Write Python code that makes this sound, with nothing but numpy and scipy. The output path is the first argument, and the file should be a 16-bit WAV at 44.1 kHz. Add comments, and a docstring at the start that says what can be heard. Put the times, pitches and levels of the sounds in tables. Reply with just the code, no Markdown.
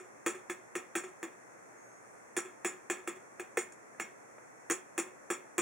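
"""Under steady hiss and faint hum, the last ring of a peck gives way to a soft knock as a can rocks back.
A budgerigar on an empty aluminium can goes on pecking at the pull tab, close to a camera in a quiet room.
Each peck is an impact: broad modes crack, lid and thin wall ring, and random contacts make the tab chatter.
Force and spot set the mix; the tab slaps back, and the can rocks and settles with soft knocks.
Between two bouts comes one thin, faint whistle, a gliding tone, then a faint swell of treble noise."""
import sys
import numpy as np
from scipy import signal
from scipy.fft import rfft, irfft
from scipy.io import wavfile

SR = 44100
rng = np.random.default_rng(int(sys.argv[2]) if len(sys.argv) > 2 else 0)


def file_out(sig):
    """Save sig as 16-bit WAV at sys.argv[1]."""
    # one column per channel
    cols = np.atleast_2d(sig).T
    # limit, then scale
    lim = np.clip(cols, -1, 1)
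    pcm = np.round(lim * 32767).astype(np.int16)
    wavfile.write(sys.argv[1], SR, pcm)


N = 247401
AGE = np.arange(SR // 2) / SR  # seconds since a blow

# Background spectrum. Each row: frequency in Hz, relative level in dB.
HISS_SPECTRUM = [(20, -28), (60, -22.5), (95, -21), (120, -8), (160, -9.5), (300, -3), (520, -0.5),
                 (800, -3.5), (2000, -7.5), (3500, -30.5), (6600, -13.5), (10000, -19.5), (15500, -32.5)]
# Pecks. Each row: start in seconds, force in dB, spot struck, pitch of the lid in Hz,
# level of the can rocking back in dB.
PECKS = [(-.084, -5, "lid", 350, -50.5), (.2624, 2.5, "lid", 343, -46.5), (.4976, -5.5, "rivet", 354, -64),
         (.7531, -3, "lid", 355.4, -67), (.9532, 0.8, "rivet", 344, -43), (1.229, -7.5, "rivet", 335, -72),
         (2.366, -0.3, "tab", 350.7, -47), (2.647, 1.3, "rivet", 354, -53.5),
         (2.8992, 0.4, "rivet", 353, -53), (3.075, -4, "lid", 347, -55), (3.3966, -9, "rivet", 356.5, -70),
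         (3.5718, 0, "rim", 357.4, -63), (3.9986, -3, "shoulder", 338, -63), (4.6994, 2, "tab", 341, -64),
         (4.9788, 0, "tab", 339.5, -53.5), (5.302, .5, "lid", 352, -63), (5.5809, 4.5, "lid", 348, -60)]
# How each spot of the can's top answers a peck of force 0 dB. Each entry: favoured pitch of the wall in Hz,
# its boost in dB, then the levels in dB of crack, wall ring, lid, rim and chatter,
# chatter length in seconds, level of the tab's slap in dB.
SPOTS = {"lid": (1253, 7, -38, -36.5, -33, -41.5, -35.5, 0.0317, -42.5),
         "rivet": (1679.5, 6, -36.5, -36.5, -33.5, -44.5, -35.5, 0.0334, -42),
         "tab": (1690, 1.5, -38, -37.5, -33, -60, -33.5, 0.0332, -33.5),
         "rim": (1999, 15.5, -32.5, -36, -33, -29.5, -34, 0.04, -51),
         "shoulder": (2168, 12, -34, -36.5, -43.5, -54, -35.5, 0.03, -45)}
# Spectrum of the hard beak's first touch. Each row: frequency in Hz, relative level in dB.
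BEAK_TICK_SPECTRUM = [(1000, -14.5), (3400, -4.5), (5000, -7.5), (7000, 3), (11000, -2.5), (14500, -21),
                      (15500, 11), (16500, -7)]
# The dent under the beak, gone in a few cycles. Each row: frequency in Hz, level in dB, t60 in seconds.
DENT_MODES = [(258, -14.5, 0.031), (487, -12, 0.078), (806, -8.5, 0.031), (1186, -0.5, 0.0099),
              (1764, 1, 0.018), (2170, 1.5, 0.0075), (2610, 4.5, 0.0055)]
# Ring of the can's wall. Each row: nominal frequency in Hz, mean level in dB before the spot's boost,
# t60 in seconds.
WALL_MODES = [(760, -3, .19), (815, -4, .07), (1052, -2, .23), (1140, -3, .11), (1215, -3, .18),
              (1281, 0, .12), (1318, -4, .22), (1665, -1, .18), (1725, -2, .1), (1843, -1, .18),
              (1990, -4, .12), (2155, -2, .24), (2200, -3, .17), (2364, -1, .17), (2434, -1, .17),
              (2574, -1, .16), (2690, -3, .12), (2808, 0, .15), (3230, -3, .16), (3430, -3, .14)]
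# Spectrum of the wall's wash of close modes. Each row: frequency in Hz, relative level in dB.
WASH_SPECTRUM = [(40, -41), (120, -20), (200, 0), (480, 2), (660, -9.5), (820, -1.5), (960, -6),
                 (1220, -1.5), (1500, -6), (1730, 0.5), (2000, -2.5), (2500, -1), (4000, -12),
                 (9000, -21.5)]
# Ring of the tab. Each row: nominal frequency in Hz, mean level in dB, t60 in seconds.
TAB_MODES = [(5610, -8, .1), (6200, -13, .12), (6870, -4, .07), (6965, -2, .09), (7058, 0, .12),
             (7160, -3, .08), (7320, -5, .07), (7818, -6, .1), (8350, -10, .09), (8867, -8, .11),
             (10140, -10, .07)]
# Spectrum of the tab's chatter. Each row: frequency in Hz, relative level in dB.
CHATTER_SPECTRUM = [(300, -28), (1500, 2), (3400, -7.5), (5500, -3), (6300, -1.5), (7050, 13), (7700, 4),
                    (9000, 2.5), (11000, -4.5), (14500, -25), (15500, -5), (16500, -65.5)]
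# Path of the whistle. Each row: time in seconds, pitch in Hz before its waver.
WHISTLE_PATH = [(1.772, 6516), (1.786, 6500), (1.86, 6579), (1.898, 6340), (1.985, 6660)]
# Light touches of the beak. Each row: start in seconds, dull tap in dB, bright tick in dB.
TOUCHES = [(3.722, -71, -52), (3.947, -60, -80), (4.3827, -55.5, -72)]
# The camera's response, with narrow notches in the treble. Each row: frequency in Hz, gain in dB.
CAMERA_RESPONSE = [(2550, -2), (2850, -9.5), (3010, -17.5), (3200, -6.5), (3500, -4), (3880, -12),
                   (4020, -22), (4200, -9), (4700, -12.5), (5000, -26), (5250, -8), (5600, -4.5),
                   (11100, -6.5), (11900, -23.5), (13600, -16.5), (14400, 0), (15400, -9)]

HISS_MID_DB, HISS_SIDE_GAIN = -56, 1.23
HUM_HZ, HUM_DB = 120, -79.5
# dB gained per dB of force: crack and lid grow slowly, the loose tab chatters louder and longer
# and slaps much harder
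CRACK_GROWTH, LID_GROWTH, CHATTER_GROWTH, CHATTER_LENGTH_GROWTH, SLAP_GROWTH = 0.71, 0.76, 1.11, 0.67, 1.37
CONTACTS_PER_S, CONTACT_SCATTER_DB = 750, 4
TAP_TOP_HZ = 1900
# the tab springs back twice at even intervals, weaker the second time; its dull tap lies under its tick
SLAP_S, SECOND_SLAP_DB, SLAP_TAP_DB = 0.0102, -5, -7.5
# the can drops back on the cushion and settles once more, at these times after a peck
ROCK_S, SETTLE_S, SETTLE_DB = 0.084, 0.128, -11.5
ROOM_T60_S, ROOM_TREBLE_T60_S, ROOM_DB = 0.35, 0.25, -11
WHISTLE_DB = -64.5
RASP_START_S, RASP_END_S, RASP_HZ, RASP_PEAK_DB = 1.98, 2.25, 9000, -69
PORT_LAG_S = 6e-6  # later arrival of the metal's sound on the left
TOP_HZ = 16300


def undb(db):
    """Amplitude ratio: twenty decibels are a factor of ten."""
    return 10 ** (np.asarray(db) / 20)


def fade(t60):
    """Free exponential decay, falling 60 dB in t60 seconds."""
    return np.exp(-np.log(1000) * AGE / t60)


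def level(x, db):
    """Root-mean-square scaling, taken over the first 25 ms of a blow."""
    return x * undb(db) / np.sqrt(np.mean(x[:SR // 40] ** 2))


def convolve(x, response):
    """Linear superposition: each sample of x launches the response; the length of x is kept."""
    return signal.fftconvolve(x, response)[:len(x)]


def colour(x, points, size=4096):
    """Minimum-phase filtering: the (Hz, dB) points fix a causal response through a folded cepstrum."""
    hz, db = np.transpose(points)
    grid = np.maximum(np.arange(size // 2 + 1) * SR / size, 1)
    curve_db = np.interp(np.log(grid), np.log(hz), db)
    cepstrum = irfft(np.log(undb(curve_db)))
    # fold negative time onto positive time
    cepstrum[1:size // 2] *= 2
    cepstrum[size // 2 + 1:] = 0
    return convolve(x, irfft(np.exp(rfft(cepstrum))))


def add(track, s, sound):
    """Superposition of a sound at time s, cut where it lies outside the track."""
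    start = int(s * SR)
    part = sound[max(-start, 0):max(N - start, 0)]
    start = max(start, 0)
    track[start:start + len(part)] += part


def noise():
    """White noise, of equal power at all frequencies, as long as a blow."""
    return rng.standard_normal(len(AGE))


def hiss():
    """Stationary noise of room air and microphone; mid and side parts make left and right nearly unrelated."""
    mid, side = (colour(rng.standard_normal(N), HISS_SPECTRUM) for _ in range(2))
    stereo = mid + HISS_SIDE_GAIN * side * np.array([[1], [-1]])
    return stereo * undb(HISS_MID_DB) / np.std(mid)


def hum():
    """Pure tone: a faint mains hum somewhere in the room."""
    return np.sqrt(2) * undb(HUM_DB) * np.sin(2 * np.pi * HUM_HZ * np.arange(N) / SR)


def crack(grit_db=-7, rebound_s=0.002688, rebound_db=-5):
    """Impact and reflection: broad modes, a little grit, and the wave coming back from the can's base."""
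    dent = np.zeros(len(AGE))
    for k, (hz, db, t60) in enumerate(DENT_MODES):
        dent += (-1) ** k * undb(db) * fade(t60) * np.sin(2 * np.pi * hz * AGE)
    lag = int(rebound_s * SR * rng.uniform(0.8, 1.2))
    returned = np.pad(dent, (lag, 0))[:len(AGE)]
    grit = colour(noise() * fade(0.015), WASH_SPECTRUM)
    return level(dent + undb(rebound_db) * returned, 0) + level(grit, grit_db)


def ring(modes, scatter_db=1.5, detune=0.0019):
    """Modal decay: scattered levels and random signs stand for where the metal is touched."""
    hz, db, t60 = np.transpose(modes)[:, :, None]
    size, drift, side = rng.standard_normal((3, len(modes), 1))
    swing = np.sin(2 * np.pi * hz * (1 + detune * drift) * AGE)
    return np.sum(np.sign(side) * undb(db + scatter_db * size) * fade(t60) * swing, axis=0)


def wall(favoured_hz, boost_db, octaves=0.11, wash_db=-3.5, wash_t60=0.28, rise_s=0.0021):
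    """Selective excitation: the spot favours clear modes near one pitch, over a wash of close ones."""
    modes = []
    for hz, db, t60 in WALL_MODES:
        nearness = np.exp(-(np.log2(hz / favoured_hz) / octaves) ** 2)
        modes.append((hz, db + boost_db * nearness, t60))
    wash = level(colour(noise() * fade(wash_t60), WASH_SPECTRUM), wash_db)
    return (level(ring(modes, scatter_db=2.0), 0) + wash) * (1 - np.exp(-AGE / rise_s))


def contacts(length_s):
    """Random impact train: tiny uneven hits of the loose tab thin in strength to 1/e at length_s."""
    hits = rng.random(len(AGE)) < CONTACTS_PER_S / SR
    sizes = undb(CONTACT_SCATTER_DB * np.clip(noise(), -1.5, 1.5)) * np.sign(noise())
    hits[0], sizes[0] = True, 1  # always one full hit at the start
    return hits * sizes * np.exp(-(AGE / length_s) ** 2)


def tab(push, ring_db=-2.5, sheet_db=-3, sheet_t60=0.11):
    """Impulse response: each contact ticks, rings the tab and shivers through the thin sheet around it."""
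    shiver = level(noise() * fade(sheet_t60), sheet_db)
    tick = level(noise() * fade(0.0075), 0)
    sheet = level(colour(shiver + tick, CHATTER_SPECTRUM), 0)
    return convolve(push, sheet + level(ring(TAB_MODES), ring_db))


def snap(dull_db, bright_db):
    """Single contact of beak or tab: a low-passed dull tap and a bright tick."""
    soft = signal.butter(4, TAP_TOP_HZ, fs=SR, output="sos")
    tap = signal.sosfilt(soft, crack(grit_db=5))
    tick = tab(contacts(0.002), ring_db=-12, sheet_db=0, sheet_t60=0.096)
    return level(tap, dull_db) + level(tick, bright_db)


def boom(hz, t60, rise_s):
    """Build-up and decay of a low mode, with an exponential rise."""
    return (1 - np.exp(-AGE / rise_s)) * fade(t60) * np.sin(2 * np.pi * hz * AGE)


def pecks(tick_db=-4.8):
    """Forced, then free vibration: the beak strikes and lets go, and the tab slaps back; metal and boom."""
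    metal, low = np.zeros((2, N))
    for s, force, spot, lid_hz, _ in PECKS:
        favoured_hz, boost, blow, side, lid, rim, chatter, length_s, slap = SPOTS[spot]
        chatter_db = chatter + CHATTER_GROWTH * force
        add(metal, s, level(colour(noise() * fade(0.043), BEAK_TICK_SPECTRUM), chatter_db + tick_db))
        add(metal, s, level(crack(), blow + CRACK_GROWTH * force))
        add(metal, s, level(wall(favoured_hz, boost), side + force))
        push = contacts(length_s * undb(CHATTER_LENGTH_GROWTH * force))
        add(metal, s, level(tab(push), chatter_db))
        for bounce in range(2):
            db = slap + SLAP_GROWTH * force + bounce * SECOND_SLAP_DB
            add(metal, s + (bounce + 1) * SLAP_S, snap(db + SLAP_TAP_DB, db))
        # the lid is damped while the beak presses on it; a little rings on, higher, once it is free
        pressed = boom(lid_hz, t60=0.083, rise_s=0.02)
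        freed = boom(368, t60=0.29, rise_s=0.023)
        add(low, s, level(pressed + undb(-25) * freed, lid + LID_GROWTH * force))
        edge = boom(460, t60=0.058, rise_s=0.0029) + undb(-5.0) * boom(486, t60=0.061, rise_s=0.0043)
        add(low, s, level(edge, rim + force))
    return metal, low


def rocking(wall_db=-6, chatter_db=-7.0, knock_db=-9, tick_db=-9):
    """Secondary impacts: the can drops back on the cushion and settles, with knock, boom and jingle."""
    metal, low = np.zeros((2, N))
    for peck_s, *_, rock_db in PECKS:
        for s, db in (peck_s + ROCK_S, rock_db), (peck_s + SETTLE_S, rock_db + SETTLE_DB):
            add(low, s, level(boom(370.6, t60=0.092, rise_s=0.021), db))
            add(metal, s, snap(db + knock_db, db + tick_db))
            add(metal, s, level(wall(favoured_hz=1240, boost_db=2), db + wall_db))
            add(metal, s, level(tab(contacts(0.023)), db + chatter_db))
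    return metal, low


def room(x, split_hz=3500):
    """Reverberation of a small furnished room: a diffuse tail, unlike on each side, whose treble dies first."""
    soft = signal.butter(2, split_hz, fs=SR, output="sos")
    sides = []
    for _ in range(2):
        air = noise()
        lows = signal.sosfilt(soft, air)
        tail = lows * fade(ROOM_T60_S) + (air - lows) * fade(ROOM_TREBLE_T60_S)
        tail *= 1 - np.exp(-AGE / 0.0024)
        sides.append(convolve(x, tail / np.linalg.norm(tail)))
    return np.array(sides)


def whistle(overtone_db=-17):
    """Frequency modulation: a thin gliding tone and its octave, roughened by a random waver of pitch."""
    t = np.arange(N) / SR
    s, hz = np.transpose(WHISTLE_PATH)
    waver = 0.009 * signal.resample(rng.standard_normal(N // 40), N)
    phase = 2 * np.pi * np.cumsum(np.interp(t, s, hz) * (1 + waver)) / SR
    tone = np.sin(phase) + undb(overtone_db) * np.sin(2 * phase)
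    gate = np.clip(np.minimum(t - s[0], s[-1] - t) / 0.0096 + 1, 0, 1)  # 9.6 ms ramps
    return np.sqrt(2) * gate * undb(WHISTLE_DB) * tone


def rasp():
    """Band-passed noise: a faint, narrow band of treble swells and fades as the whistle ends."""
    sos = signal.butter(2, [RASP_HZ * 0.88, RASP_HZ * 1.12], "band", fs=SR, output="sos")
    band = signal.sosfilt(sos, rng.standard_normal(N))
    progress = np.clip((np.arange(N) / SR - RASP_START_S) / (RASP_END_S - RASP_START_S), 0, 1)
    swell = 2 * np.sqrt(progress * (1 - progress))
    return band / np.std(band) * undb(RASP_PEAK_DB) * swell


def touches():
    """Light impact: between pecks the beak now and then just touches the metal."""
    out = np.zeros(N)
    for s, dull_db, bright_db in TOUCHES:
        add(out, s, snap(dull_db, bright_db))
    return out


def scene():
    """Direct and reverberant sound of bird and can, a little right of the camera's axis, over the background."""
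    metal, low = np.add(pecks(), rocking())
    metal = metal + touches() + whistle() + rasp()
    # the deepest bass, below about 110 Hz, is cut away
    highpass = signal.butter(2, 110, "high", fs=SR, output="sos")
    metal, low = signal.sosfilt(highpass, [metal, low])
    # a shifted sinc delays by a fraction of a sample
    taps = np.arange(-8, 9)
    left = np.convolve(metal, np.sinc(taps - PORT_LAG_S * SR), "same")
    direct = np.array([undb(-0.66) * left, undb(0.16) * metal]) + low
    reverberant = undb(ROOM_DB) * room(metal + undb(-12) * low)
    return direct + reverberant + hiss() + hum()


def record(dry):
    """Linear filtering: the camera colours the treble and a steep low-pass cuts the top."""
    coloured = np.array([colour(channel, CAMERA_RESPONSE) for channel in dry])
    return signal.sosfilt(signal.ellip(8, 0.2, 70, TOP_HZ, fs=SR, output="sos"), coloured)


dry = scene()
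out = record(dry)
file_out(out)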